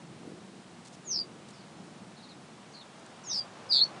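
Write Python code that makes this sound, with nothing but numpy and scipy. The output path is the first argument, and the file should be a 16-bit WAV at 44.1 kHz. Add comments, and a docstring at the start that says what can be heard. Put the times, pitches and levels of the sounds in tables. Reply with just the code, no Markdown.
"""Light wind rumbles over a distant rush that swells slowly, with a steady hiss, all shaped noise; dry rustles tick.
A small bird on a hedge top gives two thin falling calls, about two seconds apart: a sine whistle slides down
while a second sine scoops up under it. Between the calls, during the second and at the end of the buzzing note,
other birds chirp faintly from far off in short, mostly trilled slides. That note is the near bird's last and
louder one, a fast pitch trill that ends on a clear tone."""
import sys
import numpy as np
from scipy import signal
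from scipy.fft import rfft, irfft, next_fast_len
from scipy.io import wavfile
from scipy.ndimage import map_coordinates

SR = 44100
rng = np.random.default_rng(int(sys.argv[2]) if len(sys.argv) > 2 else 0)


def dump(signal):
    """Clip the signal to [-1, 1] and save it as 16-bit WAV at the path in sys.argv[1]."""
    limited = np.clip(np.atleast_2d(signal).T, -1, 1)
    pcm = np.round(limited * 32767).astype(np.int16)
    wavfile.write(sys.argv[1], SR, pcm)


N = 176400  # samples: four seconds
T = np.arange(N) / SR


def amp(db):
    """Decibels to gain."""
    return 10 ** (np.asarray(db) / 20)


def unit(x):
    """Scale to rms 1."""
    return x / np.sqrt(np.mean(x ** 2) + 1e-20)


def curves(rows, t):
    """Each column after the time, read at times t."""
    knot_times, *columns = np.transpose(rows)
    return [np.interp(t, knot_times, column) for column in columns]


def wobble(rate):
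    """A smooth random curve, rate knots a second."""
    knots = rng.standard_normal(int(N * rate / SR) + 4)
    return map_coordinates(knots, [T * rate])


def filtered(x, response):
    """x with its spectrum multiplied by a response of frequency, padded by at least half a second."""
    size = next_fast_len(N + SR // 2)
    hz = np.fft.rfftfreq(size, 1 / SR)
    return irfft(rfft(x, size) * response(hz), size)[:N]


def noise(colour):
    """White noise shaped to a (Hz, dB) spectrum, then scaled to rms 1."""
    knot_hz, knot_db = np.transpose(colour)

    def response(hz):
        return amp(np.interp(np.log(hz + 1), np.log(knot_hz), knot_db))

    return unit(filtered(rng.standard_normal(N), response))


def gate(t, length, attack, release):
    """Smooth attack, hold and release between t = 0 and length."""
    ramp = np.minimum(t / attack, (length - t) / release)
    return np.sin(np.pi / 2 * np.clip(ramp, 0, 1)) ** 2


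def voice(hz, jitter):
    """One side of the syrinx: a sine of rms 1 whose pitch trembles by the share jitter."""
    trembling_hz = hz * (1 + jitter * wobble(700))
    phase = 2 * np.pi * np.cumsum(trembling_hz) / SR
    return np.sqrt(2) * np.sin(phase)


# Wind rumble over time. Each row: time in seconds, level in dB before the unsteadiness.
WIND_LEVEL = [(0, -51), (.18, -49), (.29, -47.5), (.5, -52.5), (1.0, -53.5), (1.27, -52), (1.65, -53),
              (1.92, -50.5), (2.27, -55.5), (2.43, -52), (2.6, -56.5), (2.8, -55), (3.1, -57.5),
              (3.5, -61.5), (4, -54)]
# Tone of the rumble. Each row: frequency in Hz, relative level in dB.
WIND_COLOUR = [(20, -32), (45, -30.5), (70, -25), (100, -12), (130, -4), (160, -1), (200, 2.5), (270, -6),
               (340, -5), (450, -14.5), (800, -17), (3000, -64)]
# Brighter puffs of wind. Each row: time of the crest in seconds, half width in seconds, crest level in dB.
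PUFFS = [(.29, .035, -48), (.35, 0.33, -59), (1.25, 0.22, -56.5)]
# Tone of the puffs. Each row: frequency in Hz, relative level in dB.
PUFF_COLOUR = [(20, -55), (200, -23), (340, -6), (500, -13), (700, -36), (2000, -50)]
# The distant rush over time. Each row: time in seconds, level in dB before the unsteadiness.
RUSH_LEVEL = [(0, -57), (1.0, -57.5), (1.7, -55), (2.3, -56), (2.8, -54.5), (3.3, -51), (4, -47.5)]
# Tone of the rush. Each row: frequency in Hz, relative level in dB.
RUSH_COLOUR = [(20, -36), (60, -23), (130, 0.5), (300, -4), (750, -2), (1200, -5.5), (2000, -13.5),
               (3500, -17), (7000, -24.5), (12000, -56)]
# Tone of the steady hiss. Each row: frequency in Hz, relative level in dB.
HISS_COLOUR = [(20, -23), (300, 0.5), (2000, 0.5), (4000, -1.5), (6300, -5.5), (8500, -6), (10000, -10),
               (11000, -21.5)]
HISS_DB = -59


def air():
    """Shaped noise: unsteady wind rumble with brighter puffs, a swelling far rush and an even hiss."""
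    wind_db = curves(WIND_LEVEL, T)[0] + 0.73 * wobble(16)
    wind = amp(wind_db) * noise(WIND_COLOUR)
    puff_swell = sum(amp(db) * np.exp(-((T - s) / width) ** 2) for s, width, db in PUFFS)
    puffs = puff_swell * noise(PUFF_COLOUR)
    rush_db = curves(RUSH_LEVEL, T)[0] + 0.15 * wobble(6.19)
    rush = amp(rush_db) * noise(RUSH_COLOUR)
    return wind + puffs + rush + amp(HISS_DB) * noise(HISS_COLOUR)


# Faint dry rustles and ticks. Each row: start in seconds, length in seconds, level in dB.
RUSTLES = [(0.848, .02, -56.5), (0.869, .02, -55), (0.926, .035, -59), (1.201, .002, -51),
           (1.484, .012, -56.5), (1.503, .01, -57), (2.995, .005, -58), (3.063, .003, -50.5),
           (3.326, .085, -53.5)]
# Tone of the rustles. Each row: frequency in Hz, relative level in dB.
RUSTLE_COLOUR = [(100, -60), (1500, -27), (3500, 2), (7000, 5), (10000, -3.5), (12000, -31)]


def rustles():
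    """Brief dry brushing at the perch: bright noise let through in short bursts."""
    bursts = sum(amp(db) * gate((T - s) / length, 1, 0.067, 0.23) for s, length, db in RUSTLES)
    return bursts * noise(RUSTLE_COLOUR)


# The falling calls. Each row: start in seconds, whistle level in dB, delay of the second voice in seconds,
# level of the second voice in dB before the softer first scoops.
FALLS = [(1.04, -31, .0715, -31.5), (3.235, -33, .0615, -31.5)]
# The whistle of one call. Each row: seconds from the call's start, pitch in Hz, level in dB relative to the call.
WHISTLE = [(0, 7250, -35), (.03, 6780, -17), (.05, 6420, -8), (.06, 6250, -8), (.072, 6050, -1.5),
           (.1, 5550, -3.5), (.128, 5150, -2), (.155, 4850, 0), (.178, 4700, -3), (.189, 4620, -20)]
# the second voice repeats a scoop at a fixed gap
SCOOP_COUNT = 6
SCOOP_GAP_S, SCOOP_S, SCOOP_RISE_S, SCOOP_ATTACK_S = .0154, .0135, .006, .0028
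SCOOP_FROM_HZ, SCOOP_RISE_HZ = 3900, 1250  # start of the late scoops, and the climb they tend towards
FIRST_SCOOP_HZ, FIRST_SCOOP_DB, SETTLE_S = 900, -7, .028  # early scoops sit higher and softer, then settle
WHISTLE_JITTER, SCOOP_JITTER, FLUTTER_DB = 0.0023, .018, 0.8  # unsteadiness of pitch (share) and of level
COUPLED_JITTER = .015  # share added to the whistle's jitter while both voices sound


def falling_calls():
    """Two sides of the syrinx at once: one slides down while the other scoops up six times."""
    out = np.zeros(N)
    span = SCOOP_COUNT * SCOOP_GAP_S
    for start, db, delay, scoop_db in FALLS:
        whistle_hz, whistle_db = curves(WHISTLE, T - start)
        t = np.clip(T - start - delay, 0, span)  # time since the second voice came in
        within = t % SCOOP_GAP_S  # time within the current scoop
        early = np.exp(-t / SETTLE_S)
        both = gate(t, span, 0.01, .015)

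        whistle = voice(whistle_hz, WHISTLE_JITTER + COUPLED_JITTER * both)
        whistle *= gate(T - start, WHISTLE[-1][0], .004, .004)
        out += amp(db + whistle_db + FLUTTER_DB * wobble(110)) * whistle

        climb = SCOOP_RISE_HZ * (1 - np.exp(-within / SCOOP_RISE_S))
        scoops = voice(SCOOP_FROM_HZ + FIRST_SCOOP_HZ * early + climb, SCOOP_JITTER)
        scoops *= gate(within, SCOOP_S, SCOOP_ATTACK_S, 0.0078)
        out += amp(scoop_db + FIRST_SCOOP_DB * early + FLUTTER_DB * wobble(200)) * scoops
    return out


# Short slurs and far chirps. Each row: start in seconds, length in seconds, first pitch in Hz, last pitch in Hz,
# (both before the trill), level in dB before the fade, trill depth in Hz.
CHIRPS = [(1.525, 0.1, 5660, 4500, -61, 313), (2.164, 0.058, 4600, 3790, -60, 150),
          (2.224, 0.041, 4920, 3850, -55, 170), (2.285, 0.047, 4830, 3820, -55.5, 172),
          (2.722, 0.021, 5370, 6650, -61, 50), (2.733, 0.092, 4660, 4160, -52.5, 230),
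          (2.809, .022, 4040, 3500, -52.5, 60), (3.236, 0.038, 6400, 5120, -52.5, 123),
          (3.283, .025, 3170, 3480, -55, 25), (3.306, 0.038, 3600, 3890, -46, 27),
          (3.379, 0.058, 3680, 3200, -57.5, 29), (3.84, .006, 6700, 5480, -44.5, 0)]
CHIRP_TRILL_HZ, CHIRP_FADE_DB = 139, 5  # trill rate, and the level lost over each chirp
CHIRP_BEND, CHIRP_JITTER = 3, .02  # curvature of the slide, and pitch unsteadiness (share)


def chirps():
    """Faint sine slides, mostly trilled, that move fast at first and then level off."""
    out = np.zeros(N)
    for start, length, from_hz, to_hz, db, depth in CHIRPS:
        progress = np.clip((T - start) / length, 0, 1)
        slide = (1 - np.exp(-CHIRP_BEND * progress)) / (1 - np.exp(-CHIRP_BEND))
        trill = depth * np.sin(2 * np.pi * CHIRP_TRILL_HZ * (T - start))
        hz = from_hz + (to_hz - from_hz) * slide + trill
        level = amp(db - CHIRP_FADE_DB * progress) * gate(progress, 1, 0.11, .2)
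        out += level * voice(hz, CHIRP_JITTER)
    return out


# The buzzing note, trilled in its middle. Each row: time in seconds, centre pitch in Hz, trill depth in Hz,
# level in dB before the trill's own swing.
BUZZ = [(3.689, 5100, 2, -51), (3.698, 5040, 0, -40.5), (3.712, 4740, 27.5, -26), (3.723, 4340, 429, -25.5),
        (3.741, 4167, 522, -25.5), (3.776, 3960, 548, -25), (3.8, 3870, 517, -28.5),
        (3.811, 3880, 264, -26.5), (3.816, 4160, 1, -17.5), (3.826, 4370, 1, -20.5),
        (3.841, 4427, 0, -22.5), (3.846, 4470, -2, -35)]
TRILL_HZ, TRILL_CREST_S = 134, 3.7625  # trill rate, and the time of one crest before its slight unsteadiness
TRILL_SWING_DB, TRILL_JITTER, TONE_JITTER = 7, 0.0055, 0.0011  # jitters are shares of the pitch
RASP_DB, RASP_JITTER, RASP_SWING_DB = -30, .035, 5.5  # rough octave of the trill, strongest in its troughs


def buzzing_note():
    """A fast rasping pitch trill, loudest at each crest of pitch, that settles into a clear tone."""
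    hz, depth, db = curves(BUZZ, T)
    trilling = depth / depth.max()
    swing = np.cos(2 * np.pi * TRILL_HZ * (T - TRILL_CREST_S) + 0.21 * wobble(100))
    pitch = hz + depth * swing
    tone = amp(TRILL_SWING_DB * swing * trilling) * voice(pitch, TONE_JITTER + TRILL_JITTER * trilling)
    rasp = amp(RASP_DB - RASP_SWING_DB * swing) * trilling * voice(2 * pitch, RASP_JITTER)
    start, end = BUZZ[0][0], BUZZ[-1][0]
    return amp(db) * gate(T - start, end - start, .003, 0.0018) * (tone + rasp)


GROUND_S, GROUND_DB = .0103, -11  # echo delay, and its level relative to the bird


def ground_echo(x):
    """One softer, later copy off the ground: a pure delay, made as a phase turn in the spectrum."""
    return amp(GROUND_DB) * filtered(x, lambda hz: np.exp(-2j * np.pi * hz * GROUND_S))


HEDGE_T60 = 0.11  # seconds for the tail's decay term to fall by 60 dB
NEAR_WET_DB, FAR_WET_DB = -10.5, -3.5  # scatter relative to each source


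def hedge(x):
    """A short diffuse scatter from twigs and leaves: convolution with a decaying noise tail."""
    t = T[:SR // 3]
    build_up = 1 - np.exp(-t / 0.0027)
    tail = rng.standard_normal(len(t)) * amp(-60 * t / HEDGE_T60) * build_up
    return signal.fftconvolve(x, tail / np.linalg.norm(tail))[:N]


def scene():
    """The open air and rustles, the near bird with its ground echo, and the faint chirps."""
    near = falling_calls() + buzzing_note()
    far = chirps()
    scatter = hedge(amp(NEAR_WET_DB) * near + amp(FAR_WET_DB) * far)
    return (air() + rustles() + near + ground_echo(near) + far + scatter)[None]


TOP_HZ = 10900


def record(dry):
    """A sharp band limit: nothing from TOP_HZ upwards passes."""
    return np.array([filtered(x, lambda hz: hz < TOP_HZ) for x in dry])


dry = scene()
out = record(dry)
dump(out)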